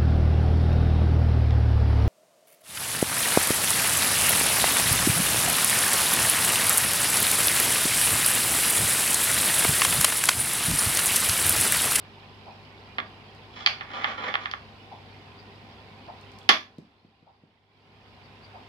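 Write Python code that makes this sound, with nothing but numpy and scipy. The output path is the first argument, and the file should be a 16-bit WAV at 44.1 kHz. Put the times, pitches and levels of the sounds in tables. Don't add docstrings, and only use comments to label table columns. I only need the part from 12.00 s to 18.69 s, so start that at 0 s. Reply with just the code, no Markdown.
import sys
import numpy as np
from scipy import signal
from scipy.fft import rfft, irfft, next_fast_len
from scipy.io import wavfile
from scipy.ndimage import uniform_filter1d, minimum_filter1d

SR = 44100
rng = np.random.default_rng(int(sys.argv[2]) if len(sys.argv) > 2 else 0)


def waveform_to_disk(signal):
    frames = np.transpose(np.atleast_2d(signal))
    scaled = np.clip(frames, -1, 1) * 32767
    samples = np.round(scaled).astype(np.int16)
    wavfile.write(sys.argv[1], SR, samples)


N = 294923
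TIME = np.arange(N) / SR

# pitch_hz, width_hz, gain_db
WOOD_MODES = [(224, 61, -4), (340, 140, -9.5), (622, 130, -5.5), (788, 99, -3.5), (973, 120, -3.5),
              (1167, 110, 4), (1454, 170, 0), (1714, 180, 3.5), (2240, 550, 2), (3200, 330, 5),
              (3478, 240, 7), (4270, 780, 0), (5800, 2100, -5)]


def from_db(db):
    return 10 ** (np.asarray(db) / 20)


def rms_one(x):
    return x / np.sqrt(np.mean(x ** 2) + 1e-20)


def at_hz(points, size):
    hz, value = np.transpose(points)
    return np.interp(np.log(np.arange(size // 2 + 1) * SR / size + 1), np.log(hz), value)


def butter(x, hz, kind, order=2):
    return signal.sosfilt(signal.butter(order, min(hz, SR * .45), kind, fs=SR, output="sos"), x + 1e-18)


def resonance(x, hz, width_hz):
    r = np.exp(-np.pi * width_hz / SR)
    feedback = [1, -2 * r * np.cos(2 * np.pi * hz / SR), r * r]
    return signal.lfilter(np.array([1, 0, -1]) * (1 - r * r) / 2, feedback, x + 1e-18)


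def body(x, modes):
    return sum((-1) ** k * from_db(db) * resonance(x, hz, width)
               for k, (hz, width, db) in enumerate(modes))


def click(start_s, db):
    out = np.zeros(N)
    out[round(start_s * SR)] = from_db(db)
    return out


def envelope(age, attack_s, length_s, release_s):
    return np.clip(age / attack_s, 0, 1) * np.exp(-np.maximum(age - length_s, 0) / release_s)


def drift(per_s):
    knots = rng.standard_normal(400)
    return rms_one(np.interp(TIME * per_s % 399, np.arange(400), knots))


def diffuse(pair, colour):
    # frequency_hz, correlation
    likeness = [(60, -0.27), (120, 1), (250, 0.94), (450, .8), (800, .45), (1300, 0.029), (2000, -0.074),
                (3400, 0.06), (6000, 0.13)]
    length = pair.shape[1]
    size = next_fast_len(length)
    mid, side = rfft(pair, size) * from_db(at_hz(colour, size))
    alike = np.clip(at_hz(likeness, size), -1, 1)
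    stereo = np.sqrt(1 + alike) * mid + np.sqrt(1 - alike) * side * [[1], [-1]]
    return rms_one(irfft(stereo, size)[:, :length])


def direct(x, lag_s=0.00022, pan_db=-1):
    return np.array([x * from_db(pan_db / 2), np.interp(TIME - lag_s, TIME, x) * from_db(-pan_db / 2)])


def room(x, t60_s=0.29, bass_t60_s=0.72, bass_db=-14, build_s=0.00092, early_db=5, early_s=0.003):
    # frequency_hz, gain_db
    colour = [(100, -6.5), (250, -0.5), (600, 4), (1500, -0.5), (3200, -3.5), (6900, 0), (15000, -2.5)]
    t = TIME[:SR // 2]
    noise = diffuse(rng.standard_normal((2, len(t))), colour)
    tail = noise * (from_db(-60 * t / t60_s) + from_db(early_db) * np.exp(-t / early_s))
    bass = butter(noise, 300, "low") * from_db(-60 * t / bass_t60_s)
    response = (tail + from_db(bass_db) * bass) * (1 - np.exp(-t / build_s))
    return signal.fftconvolve(x[None], rms_one(response) / np.sqrt(len(t)), axes=1)[:, :N]


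def pump(mains_hz=50.05, rumble_db=-54, side_db=-11):
    # mains_multiple, level_db
    partials = [(1, -69.5), (2, -56), (3, -67), (4, -75.5), (5, -77), (7, -74.5), (8, -65), (9, -79.5),
                (14, -70), (18, -68.5)]
    # pitch_hz, width_hz, level_db
    tank_modes = [(70, 11, -64.5), (160, 18, -66), (208.3, 16, -64.5), (410, 48, -68), (776.5, 40, -62),
                  (922, 30, -70), (1011, 49, -63.5)]
    # frequency_hz, gain_db
    rumble_colour = [(20, -33.5), (40, -27.5), (48, -6), (58, -1), (85, -3), (135, 0.5), (180, -3),
                     (240, 2), (290, -4), (500, -4), (1000, -16), (2000, -31), (7000, -35), (15800, -44.5)]
    hum = sum(from_db(db) * np.sqrt(2) * np.sin(2 * np.pi * (round(k) * mains_hz * TIME + rng.random()))
              for k, db in partials)
    stir = butter(rng.standard_normal((2, N)), 55, "high", order=6)
    mid, side = sum(from_db(db) * rms_one(resonance(resonance(stir, hz, width), hz, 4 * width))
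                    for hz, width, db in tank_modes)
    tank = mid + from_db(side_db) * side * [[1], [-1]]
    return hum + tank + from_db(rumble_db) * diffuse(rng.standard_normal((2, N)), rumble_colour)


def airstone(level_db=-53, bubbles_per_s=5000, size_db=2, ring_q=32, swarm_db=3.5, bands=44):
    # frequency_hz, gain_db
    colour = [(300, -30), (620, 2), (780, 4), (1020, 0), (1250, -1.5), (1700, -3.5), (2400, -1),
              (3300, -4.5), (4200, -7), (5000, -10), (5800, -19.5), (7200, -31), (15000, -54.5)]
    rings = np.zeros((2, N))
    for hz in np.geomspace(900, 5600, bands):
        births = np.zeros((2, N))
        swarm = from_db(swarm_db * np.minimum(drift(per_s=14), 2.8))
        when, size, side = rng.random((int(bubbles_per_s * N / SR / bands), 3)).T
        at = (when * N).astype(int)
        strength = swarm[at] * from_db(size_db * np.minimum(-np.log(1 - size), 3))
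        births[:, at] = strength * [np.cos(2 * np.pi * side), np.sin(2 * np.pi * side)]
        rings += np.sqrt(hz) * rms_one(resonance(births, hz, hz / ring_q))
    hiss = diffuse(rng.standard_normal((2, N)), colour)
    return from_db(level_db) * rms_one(hiss + diffuse(rings, colour))


def gulps(attack_s=0.015, release_s=0.044):
    # start_s, level_db
    pockets = [(0.461, -42), (1.68, -43), (2.908, -42), (4.076, -40.5), (5.261, -37.5), (6.539, -42)]
    # frequency_hz, gain_db
    colour = [(400, -27), (620, -10), (760, -3.5), (940, -5), (1100, -17), (1400, -25.5), (4000, -77)]
    swell = sum(from_db(db) * envelope(TIME - s, attack_s, attack_s, release_s) for s, db in pockets)
    return swell * diffuse(rng.standard_normal((2, N)), colour)


def knocks(top_hz, drive_db=15, spread_db=0.92, crack_db=-53.5, crack_db_per_octave=17.5):
    # start_s, strength_db, low_cut_hz, brightness_hz, send_db
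    blows = [(0.9835, -6, 145, 2650, -3.5), (0.9877, -5.5, 145, 1890, -9.5), (1.0011, -11, 300, 2600, -20),
             (1.6617, -0.5, 900, 5200, -3), (1.6725, -1.5, 700, 3630, -10), (1.809, -13.5, 585, 2480, 0.5),
             (2.043, -1, 750, 2400, -1.5), (2.34, -4.5, 644, 2640, -0.5), (2.3536, 3, 1100, 2050, -12),
             (2.457, -5, 1110, 2300, -4.5), (2.513, -15.5, 2000, 5200, -4.5),
             (2.5361, -2.5, 1100, 1700, -7.5), (4.4901, 4, 200, 5800, 7), (4.493, 1, 500, 5200, -11),
             (4.506, -4, 250, 2400, 8)]
    rings, cracks = 0, 0
    spreads = spread_db * rng.standard_normal((len(blows), len(WOOD_MODES)))
    for (s, db, low_hz, bright_hz, send_db), spread in zip(blows, spreads):
        blow = click(s, db + drive_db)
        paths = from_db([[0], [send_db]])
        contact = butter(butter(blow, bright_hz, "low", order=3), low_hz, "high")
        modes = [(hz, width, gain + change) for (hz, width, gain), change in zip(WOOD_MODES, spread)]
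        rings = rings + paths * body(contact, modes)
        hardness_octaves = np.log2(bright_hz / 2496)
        cracks = cracks + paths * blow * from_db(crack_db + crack_db_per_octave * hardness_octaves)
    crack = resonance(resonance(cracks, 11000, 4500), 11000, 6000)
    return butter(rings, top_hz, "low", order=4) + crack


def pops(drive_db=13, hz=4300, width_hz=2500, room_db=-3):
    # start_s, strength_db
    bursts = [(1.3494, -44), (4.2125, -41), (4.318, -41.5), (4.3877, -34.5), (4.4315, -47)]
    ticks = from_db(drive_db) * resonance(sum(click(s, db) for s, db in bursts), hz, width_hz)
    return direct(ticks) + from_db(room_db) * room(ticks)


def sliding(slips_per_s=480, grain_db=5.5, hollow_db=-4, drag_db=-44.5, attack_s=0.06, release_s=0.021):
    # start_s, length_s, strength_db, lightness (0 to 1)
    pushes = [(1.52, 0.1, -39.5, 1), (1.889, 0.21, -31.5, 0.24), (2.149, .15, -30.5, 0.04),
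              (2.377, .06, -34.5, 0.37)]
    # pitch_hz, width_hz, gain_db
    hollow_modes = [(290, 210, -4), (750, 190, -1)]
    sizes = from_db(grain_db * np.minimum(rng.exponential(1, N), 3)) * rng.choice([-1, 1], N)
    slips = (rng.random(N) < slips_per_s / SR) * sizes
    hollow = body(np.roll(slips, SR // 200), hollow_modes)
    rub = body(slips, WOOD_MODES) + from_db(hollow_db) * hollow
    dull, bright = rms_one(butter(rub, 1750, "low")), rms_one(butter(rub, 4500, "low"))
    first_s, last_s = pushes[0][0], pushes[-1][0]
    out = from_db(drag_db) * envelope(TIME - first_s, attack_s, last_s - first_s, release_s) * dull
    for s, length_s, db, lightness in pushes:
        texture = (1 - lightness) * dull + lightness * bright
        out = out + from_db(db) * envelope(TIME - s, attack_s, length_s, release_s) * texture
    return butter(out, 600, "high", order=1)


def catch(top_hz, drive_db=13):
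    # start_s, strength_db
    snaps = [(1.6616, 6), (1.6717, -19), (4.4905, 4)]
    # pitch_hz, width_hz, gain_db
    metal_modes = [(2339, 360, 2.5), (3093, 160, 1.5), (3200, 65, -0.5), (3530, 250, -2.5),
                   (3900, 2300, -5), (4600, 430, 4)]
    contact = butter(sum(click(s, db + drive_db) for s, db in snaps), 1200, "high")
    return butter(body(contact, metal_modes), top_hz, "low", order=6)


def door(direct_db=1, room_db=2, slide_db=-6, slide_direct_db=-4, catch_send_db=-4, top_hz=5300):
    knock, knock_send = knocks(top_hz)
    rub = from_db(slide_db) * butter(sliding(), top_hz, "low")
    snap = catch(top_hz)
    straight = direct(knock + snap + from_db(slide_direct_db) * rub)
    reverb = room(knock_send) + from_db(catch_send_db) * room(snap) + room(rub)
    return from_db(direct_db) * straight + from_db(room_db) * reverb


def pings(swell_s=0.014, width_hz=170):
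    # peak_s, pitch_hz, level_db
    bubbles = [(2.81, 2940, -57), (3.4, 4660, -55.5), (4.02, 3000, -63), (4.29, 3020, -59.5),
               (6.25, 4620, -61), (6.449, 4630, -54.5)]
    out = 0
    for s, hz, db in bubbles:
        ring = rms_one(resonance(resonance(rng.standard_normal((2, N)), hz, width_hz), hz, 3 * width_hz))
        out = out + from_db(db) * np.exp(-.5 * ((TIME - s) / swell_s) ** 2) * ring
    return out


def thumps(drive_db=16, contact_hz=429.5, tick_db=-8, tick_growth=2.5, room_db=-3):
    # start_s, strength_db
    hits = [(4.7841, -4), (5.047, -14), (5.226, -17), (5.435, -12.5)]
    # pitch_hz, width_hz, gain_db
    thud_modes = [(163.3, 76, 8.5), (302, 210, 4.5), (624, 300, -10)]
    contact = butter(sum(click(s, db) for s, db in hits), contact_hz, "low")
    thud = from_db(drive_db) * body(contact, thud_modes)
    tick = resonance(sum(click(s, tick_db + tick_growth * db) for s, db in hits), 3800, 2360)
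    return direct(thud + tick) + from_db(room_db) * room(thud + tick)


def scene():
    return pump() + airstone() + gulps() + pops() + pings() + door() + thumps()


def gain_control(x, threshold_db=-28, depth_db=17, hold_s=1.12, glide_s=0.32):
    power = np.mean(butter(x, 1200, "low") ** 2, axis=0)
    level_db = 10 * np.log10(np.abs(uniform_filter1d(power, SR // 12)) + 1e-12)
    cut_db = depth_db * np.clip(level_db - threshold_db, 0, 1)
    size = int(hold_s * SR) // 2 * 2 + 1
    held_db = -minimum_filter1d(-cut_db, size, origin=size // 2, mode="constant")
    r = np.exp(-1 / (glide_s * SR))
    return x * from_db(-signal.lfilter([1 - r], [1, -r], held_db))


def record(dry):
    # frequency_hz, balance_db
    balance = [(100, 0), (750, 1), (1240, -1), (2060, -4.5), (3400, -7), (4800, 8), (7800, -1.5),
               (12000, 1.5)]
    size = next_fast_len(N + SR // 10)
    mic_gains = from_db(at_hz(balance, size) * [[.5], [-.5]])
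    heard = irfft(rfft(dry, size) * mic_gains, size)[:, :N]
    ducked = gain_control(heard)
    rounded = ducked / (1 + ducked ** 8) ** (1 / 8)
    return signal.sosfilt(signal.cheby2(16, 60, 16350, fs=SR, output="sos"), rounded)


dry = scene()
out = record(dry)
waveform_to_disk(out)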